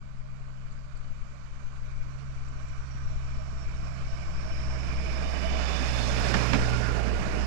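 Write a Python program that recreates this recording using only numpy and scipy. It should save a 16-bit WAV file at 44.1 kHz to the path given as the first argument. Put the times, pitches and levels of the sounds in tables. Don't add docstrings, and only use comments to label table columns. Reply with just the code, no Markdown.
import sys
import numpy as np
from scipy import signal
from scipy.fft import rfft, irfft
from scipy.io import wavfile
from scipy.ndimage import uniform_filter1d, map_coordinates

SR = 44100
rng = np.random.default_rng(int(sys.argv[2]) if len(sys.argv) > 2 else 0)


def digitize_waveform(pressure):
    field = np.atleast_2d(pressure).T
    bounded = np.clip(field, -1, 1)
    quanta = np.round(bounded * 32767).astype(np.int16)
    wavfile.write(sys.argv[1], SR, quanta)


def magnitude_from_level(level_db):
    exponent = np.asarray(level_db, float) / 20
    return 10 ** exponent


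N = 328986

# pitch in Hz, level in dB.
BLOCKED_PORT = [(3, -42.5), (8, -46), (14, -47.5), (25, -51.5), (42, -57), (60, -67), (90, -76), (150, -93),
                (320, -97.5), (1200, -111), (2800, -117), (3200, -122), (9000, -128), (12300, -130),
                (12700, -200)]
# time in seconds, dB over the breeze.
GUSTS = [(.22, 2.5), (.67, 2.5), (1.0, 3.5), (1.33, 2.2), (1.67, 3.5), (2.0, 7.5), (2.35, 4.5), (2.65, 6.5),
         (3.1, 8.5), (3.33, 6), (3.67, 7), (4.03, 8), (4.3, 5), (4.6, 7), (5.0, 11), (5.55, 9), (6.17, 5),
         (6.67, 6), (7.2, 7)]
# time in seconds, level in dB.
MEMBRANE_POPS = [(0.039, -51), (0.255, -48.5), (1.111, -44.5), (1.498, -56), (1.884, -52), (2.285, -46),
                 (2.954, -38.5), (3.067, -51), (3.134, -57), (3.257, -47), (3.425, -49.4), (3.77, -46.5),
                 (3.896, -52), (4.019, -48), (4.191, -41), (4.48, -53), (4.642, -41), (4.937, -39.5),
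                 (5.032, -48), (5.247, -48), (5.726, -44), (6.075, -44), (6.241, -45), (6.407, -50),
                 (7.076, -51), (7.371, -63)]
# start in seconds, first pitch in Hz, last pitch in Hz, length in seconds, level in dB.
BIRDS = [
    (0.7, 4700, 4300, .035, -63),
    (0.711, 7800, 6500, .025, -62),
    (0.95, 4600, 4500, 0.032, -62),
    (0.97, 8000, 6800, 0.011, -58),
    (2.483, 7600, 6700, 0.016, -58),
    (2.68, 7660, 7000, .014, -58),
]
# time in seconds, level in dB.
ROLLING_LEVEL = [(0.0, -60.5), (1.0, -58), (2.0, -56), (3.0, -53.5), (3.65, -51.5), (4.3, -48.5),
                 (4.65, -46.5), (5.0, -44), (5.25, -41.5), (5.7, -37.5), (6.1, -36.5), (6.3, -34),
                 (6.7, -35), (7.0, -38.5), (7.25, -38.5), (7.46, -38.5)]
# pitch in Hz, dB per Hz far off, dB per Hz close by.
ROLLING_COLOUR = [(400, -70, -60), (533, -9, 2.5), (885, -9.5, -4), (1020, -3, -4.5), (1430, -1.5, -6),
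                  (1620, -7.5, -2.5), (1920, -9, -6.5), (2370, -12.5, -8.5), (3036, -15.5, -11),
                  (3200, -38.5, -45)]
# pitch in Hz, dB per Hz.
HISS_COLOUR = [(2900, -36), (3150, 0.5), (4000, -2), (4900, 0.5), (6000, -2.5), (7000, -6.5), (7800, -13),
               (8100, -16), (8500, -45)]
# pitch in Hz, dB per Hz far off, dB per Hz close by.
AIR_COLOUR = [(7600, -37, -29), (7560, -4.5, -1.5), (9160, -6, -6.5), (9470, -16, -8),
              (11000, -16.5, -12.5), (12500, -25, -15), (13300, -27, -26), (14300, -38, -36)]
# pitch in Hz, dB per Hz far off, dB per Hz close by.
RUMBLE_COLOUR = [(8, 2, -7), (30, 5, -15), (55, -5, -11), (94, 5, -9), (146, 10.5, 12), (236, 8.5, 5.5),
                 (298.6, 3.5, 3.5), (342, -5, 2), (472.8, -0.5, 2.5), (560, -67, -64.5)]
# pitch in Hz, width in Hz, lift in dB far off, lift
# in dB when the tone beams at the listener, that moment in seconds.
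RINGING_TONES = [(165.8, 26, 6, 8.5, 4.16), (265, 44, 0, 6, 5.75), (427, 45, 3.5, 7, 6.8),
                 (635, 98, 8, 10.5, 4.1), (724, 32, 4, -2, 9.1), (1154, 190, 3, 6, 4.04),
                 (1424, 32, -0.5, 12.5, 6.78), (1536, 29, 12.5, 13.5, 4.35), (2323, 225, 9, 11.5, 4.94),
                 (2540, 330, 2.5, 6.3, 6), (2975, 83, 6.5, 11.3, 5.43), (3520, 120, -3, 14.7, 5.67),
               (3690, 56, 4.5, 10.2, 5.8), (4230, 190, 3.5, 6.84, 6.1), (4740, 105, 4.5, 8.5, 5.6),
               (5000, 69, -3, 11.5, 4.56), (5100, 63, -8, 9.3, 3.9), (5580, 90, -2, 8.8, 5.6),
               (6580, 380, 2, 6, 5.6), (7250, 440, 8, 3.4, 4.9)]
# time in seconds, pitch in Hz, dB under the rolling level.
SINGING_WHEEL = [(0, 610, -13), (1.8, 588, -13), (2.8, 609.6, -20), (3.5, 641.6, -8.5), (4.1, 635.5, -15),
                 (4.5, 644.5, -7.5), (5.0, 646, -8.5), (5.3, 644, -3.5), (5.55, 646.4, -8.5),
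                 (5.8, 638.3, -24), (7.46, 620, -18)]
# middle in seconds, length in seconds, pitch in Hz,
# dB under the rolling level.
SQUEALS = [
    (5.25, .2, 3690, -20),
    (5.72, .16, 3510, -18),
    (5.55, .2, 2960, -19),
    (6.27, .15, 1465, -14),
    (6.95, .33, 1425, -13),
    (4.7, .3, 640, -12),
]
# time in seconds, clank in dB, thud under it in dB,
# low thud tone in Hz, high thud tone in Hz.
JOINTS = [
    (6.3404, -22.5, -3.5, 187, 226),
    (6.5321, -20.5, -3, 203.4, 271),
]
# pitch in Hz, level in dB.
CLANK_COLOUR = [(300, 0), (600, 0.5), (1000, -1), (1500, 0), (2000, -2), (3000, -6), (4200, -14),
                (5300, -13), (7500, -25), (10000, -45)]
# pitch in Hz, level in dB, time in seconds to fade by 60 dB.
RAIL_END_RING = [(1480, -1, .05), (1850, -5, .04), (2650, -7, .04)]
# time in seconds, pitch in Hz, dB under the rolling level.
TURBO = [(0, 6500, -42), (1, 6270, -23), (1.6, 6150, -16), (2, 5885, -19), (2.6, 5760, -12),
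         (3.2, 5580, -12), (4, 5510, -13), (4.45, 5427, -9.5), (4.7, 5380, -7.5), (5.2, 5240, -10.5),
         (5.7, 5155, -12.5), (6.4, 5216, -11.5), (6.9, 5203, -18.5), (7.1, 5084, -36), (7.46, 5120, -13)]
# time in seconds, firing rate in Hz, firing tone in dB, tone at twice that rate in dB.
EXHAUST = [(0.0, 68.5, -58, -52), (0.3, 68.46, -55.5, -47), (1.5, 67.2, -50.5, -52), (2.2, 67.26, -48, -43),
           (2.75, 66.55, -44, -46.5), (3.1, 66.3, -40, -41.5), (3.6, 65.83, -40.5, -46),
           (4.0, 65, -41.5, -41.5), (4.3, 64.96, -40.5, -47), (4.75, 64.1, -35.5, -41.5),
           (5.25, 63.8, -34, -48.5), (5.6, 63, -31.5, -86), (5.9, 62.45, -32, -38.5),
           (6.4, 61.67, -31.5, -35), (6.75, 60.2, -33, -32), (7.14, 60.15, -30, -43),
           (7.26, 58.75, -40, -46), (7.4, 58.5, -30.5, -48)]
# multiple of the firing rate, dB under the rolling level far off,
# the same in dB close by.
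SIDE_TONES = [(4 / 3, -32, -22), (1.1, -5.5, -34), (7 / 3, -7, -16.5), (3, -4.5, -21)]
# pitch in Hz, dB over the usual level needed to pass.
TREBLE_GATE = [(8000, -30), (9200, -7), (9500, .5), (12000, 1), (12700, 6), (13300, 9.5), (14200, 13)]

OPEN_PORT_DB = 6


def evened(x):
    return x / np.sqrt(np.mean(x ** 2) + 1e-20)


def read(points, hz):
    f, *columns = np.transpose(points)
    return [np.interp(np.log(hz + 1), np.log(f + 1), column)[:, None] for column in columns]


def follow(rows, t):
    s, *columns = np.transpose(rows)
    return [np.interp(t, s, column) for column in columns]


def add(mix, s, sound):
    part = mix[round(s * SR):][:len(sound)]
    part += sound[:len(part)]


def bell(t, at, length):
    return np.exp(-((t - at) / length) ** 2)


def drift(per_s, step=64):
    at = np.arange(0, N + step, step)
    wander = map_coordinates(rng.standard_normal(2000), [at / SR * per_s], order=3)
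    return np.interp(np.arange(N), at, wander)


def resonate(x, hz, width):
    turn = np.exp(2j * np.pi * np.cumsum(hz * np.ones(len(x))) / SR)
    r = np.exp(-np.pi * width / SR)
    return 2 * (turn * signal.lfilter([1 - r], [1, -r], x / turn)).real


def grid(size):
    hop = size // 4
    return np.fft.rfftfreq(size, 1 / SR), np.arange(N // hop + 5) * hop / SR


def noise(gain, size):
    a, b = rng.standard_normal((*gain.shape[::-1], 2)).T
    sound = signal.istft((a + 1j * b) * gain, nperseg=size, noverlap=size - size // 4)[1]
    return sound[:N] / np.sqrt(3 / 4)


def unit(db):
    return magnitude_from_level(db) / np.linalg.norm(magnitude_from_level(db), axis=0)


def whistle(hz, waver_hz, waver_db, per_s):
    shaken_hz = hz + waver_hz * drift(per_s)
    strength_db = waver_db * drift(per_s) + 1.0 * drift(per_s=9.0)
    return evened(magnitude_from_level(strength_db) * np.sin(2 * np.pi * np.cumsum(shaken_hz) / SR))


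def loudness(t):
    return follow(ROLLING_LEVEL, t)[0] + OPEN_PORT_DB


def layer_level(t, far_db, ahead_db, bay_db, behind_db):
    return np.interp(t, [5.5, 5.31, 6, 6.93], [far_db, ahead_db, bay_db, behind_db])


def pop(db, sign):
    t = np.arange(2600) / SR
    hz = 55 + 330 * np.exp(-t / 0.00592)
    swell = (t / 0.009) ** 1.4 * np.exp(1 - t / 0.01)
    return sign * magnitude_from_level(db + 5.5) * np.sin(2 * np.pi * np.cumsum(hz) / SR) * swell


def blocked_port(size=8192):
    hz, t = grid(size)
    breeze_db = np.interp(t, [0, N / SR], [-33, -31])
    gust_db = breeze_db + sum(db * bell(t, s, length=0.14) for s, db in GUSTS)
    share = 1 / (1 + (hz[:, None] / 400) ** 2)
    out = noise(unit(read(BLOCKED_PORT, hz)[0]) * magnitude_from_level(share * (gust_db + 31.5) - 33), size)
    signs = rng.choice([-1., 1.], (len(MEMBRANE_POPS), 1))
    for (s, db), sign in zip(MEMBRANE_POPS, signs):
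        add(out, max(s - .008, 0), pop(db, sign))
    return out


def bird(start_hz, end_hz, length, db):
    t = np.arange(0, length, 1 / SR)
    hz = start_hz + (end_hz - start_hz) * t / length
    breath = rng.standard_normal(len(t))
    rough = resonate(resonate(breath, hz, width=630), hz, width=630)
    return magnitude_from_level(db) * evened(rough) * signal.windows.tukey(len(t), .6)


def joint(clank_db, thud_db, low_hz, high_hz):
    t = np.arange(6000) / SR
    hz = np.fft.rfftfreq(len(t), 1 / SR)
    colour = magnitude_from_level(read(CLANK_COLOUR, hz)[0][:, 0])
    rattle = evened(irfft(rfft(rng.standard_normal(len(t))) * colour))
    fade = magnitude_from_level(-60 * t / .085) + .25 * magnitude_from_level(-60 * t / .35)
    clank = rattle * (1 - np.exp(-t / .0004)) * fade
    ring = 0
    for f, db, t60 in RAIL_END_RING:
        ring = ring + magnitude_from_level(db - 60 * t / t60) * np.sin(2 * np.pi * f * rng.uniform(0.95, 1.02) * t)
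    swing = np.sin(2 * np.pi * low_hz * t) + 0.72 * np.sin(2 * np.pi * high_hz * t + 1.15)
    thud = swing * (t / 0.0084) ** 2 * np.exp(2 - 2 * t / 0.017) / 3
    return magnitude_from_level(clank_db + 2.5) * (clank + ring + magnitude_from_level(thud_db) * thud)


def squeals():
    t = np.arange(N) / SR
    out = 0
    for s, length, hz, db in SQUEALS:
        tone = whistle(hz, waver_hz=16, waver_db=4.5, per_s=30)
        out = out + magnitude_from_level(loudness(t) + db) * bell(t, s, length) * tone
    return out


def singing_wheel():
    t = np.arange(N) / SR
    hz, under_db = follow(SINGING_WHEEL, t)
    return magnitude_from_level(loudness(t) + under_db) * whistle(hz, waver_hz=15, waver_db=4, per_s=35)


def gearbox():
    t = np.arange(N) / SR
    tooth_hz = 166
    hum = whistle(tooth_hz, waver_hz=1.5, waver_db=1.5, per_s=8)
    hum = hum + magnitude_from_level(-13) * whistle(2 * tooth_hz, waver_hz=3, waver_db=2, per_s=8)
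    return magnitude_from_level(loudness(t) - 3) * bell(t, at=4.4, length=1.1) * hum


def turbo():
    t = np.arange(N) / SR
    hz, under_db = follow(TURBO, t)
    core = whistle(hz, waver_hz=30, waver_db=4, per_s=70)
    halo = resonate(resonate(rng.standard_normal(N), hz, width=750), hz, width=760)
    return magnitude_from_level(loudness(t) + under_db) * (magnitude_from_level(-3.5) * core + magnitude_from_level(-5) * evened(halo))


def rolling(size=1024):
    hz, t = grid(size)
    rumble_db = layer_level(t, far_db=-6, ahead_db=-5.5, bay_db=-7.5, behind_db=-3.5)
    hiss_db = layer_level(t, far_db=-10, ahead_db=-9.5, bay_db=-5.5, behind_db=-12)
    air_db = layer_level(t, far_db=-25.5, ahead_db=-32, bay_db=-21.5, behind_db=-26.5)
    near = np.interp(t, [3.0, 6.0], [0, 1])
    lift_db = 0
    for f, width, far_db, beam_db, at in RINGING_TONES:
        beam = np.interp(t, [at - 1, at, at + 1], [far_db, beam_db, 2.5])
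        fading = 1 + .13 * drift(per_s=6.0)[np.minimum(t * SR, N - 1).astype(int)]
        lift_db = lift_db + beam * fading / (1 + (2 * (hz[:, None] - f) / width) ** 2)
    layers = ((ROLLING_COLOUR, 0), (RUMBLE_COLOUR, rumble_db + 4.0), (HISS_COLOUR, hiss_db),
              (AIR_COLOUR, air_db))
    power = 0
    for colour, db in layers:
        columns = read(colour, hz)
        far_db, near_db = columns[0], columns[-1]
        power = power + (magnitude_from_level(db) * unit(far_db + near * (near_db - far_db) + lift_db)) ** 2
    patches = uniform_filter1d(rng.standard_normal(power.T.shape).T, size=14, axis=0)
    patches = evened(uniform_filter1d(patches, size=8, axis=1))
    flicker = evened(uniform_filter1d(rng.standard_normal(len(t)), size=4))
    return noise(np.sqrt(power) * magnitude_from_level(loudness(t) + 0.99 * patches + .5 * flicker), size)


def exhaust():
    t = np.arange(N) / SR
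    hz, firing_db, second_db = follow(EXHAUST, t)
    uneven_db = np.interp(t, [.3, 3.0], [-68, -52]) + 15 * bell(t, at=6.1, length=0.8)
    uneven_db = uneven_db + 7 * drift(per_s=4.7)
    level_db = loudness(t)
    near = np.interp(t, [.6, 2.8], [0, 1])
    angle = 2 * np.pi * np.cumsum(hz) / SR
    out = magnitude_from_level(uneven_db) * np.cos(angle * 2 / 3)
    out += magnitude_from_level(firing_db + OPEN_PORT_DB) * np.cos(angle)
    out += magnitude_from_level(second_db + OPEN_PORT_DB) * np.cos(2 * angle - .6)
    for multiple, far_db, near_db in SIDE_TONES:
        wavering_db = level_db + far_db + near * (near_db - far_db) + 2.3 * drift(per_s=3.97)
        out += magnitude_from_level(wavering_db) * np.cos(multiple * angle + 2 * np.pi * rng.random())
    return np.sqrt(2) * out


def scene():
    right = squeals() + singing_wheel() + gearbox() + turbo() + rolling() + exhaust()
    for s, *call in BIRDS:
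        add(right, s, bird(*call))
    for s, *blow in JOINTS:
        add(right, s, joint(*blow))
    leak = signal.lfilter(*signal.butter(2, 60, fs=SR), right)
    left = blocked_port() + magnitude_from_level(-19) * leak
    fade_in = np.minimum(np.arange(N) / SR / .02, 1)
    return np.array([left, right]) * fade_in


def gate(x):
    hz, _, cells = signal.stft(x, SR, "cosine", nperseg=2048)
    cell_db = 10 * np.log10(uniform_filter1d(abs(cells) ** 2, size=3, axis=0) + 1e-30)
    treble_db = uniform_filter1d(cell_db[(hz > 9000) & (hz < 12000)].mean(0), size=7)
    cell_db = cell_db - .75 * treble_db
    usual_db = np.median(cell_db, axis=1)[:, None]
    keep = cell_db - usual_db > read(TREBLE_GATE, hz)[0]
    return signal.istft(cells * keep, SR, "cosine", nperseg=2048)[1][:N]


def roll_off(x):
    return signal.sosfilt(signal.butter(12, 14190, fs=SR, output="sos"), x)


def record(dry):
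    gated = np.array([gate(port) for port in dry])
    return roll_off(gated)


dry = scene()
out = record(dry)
digitize_waveform(out)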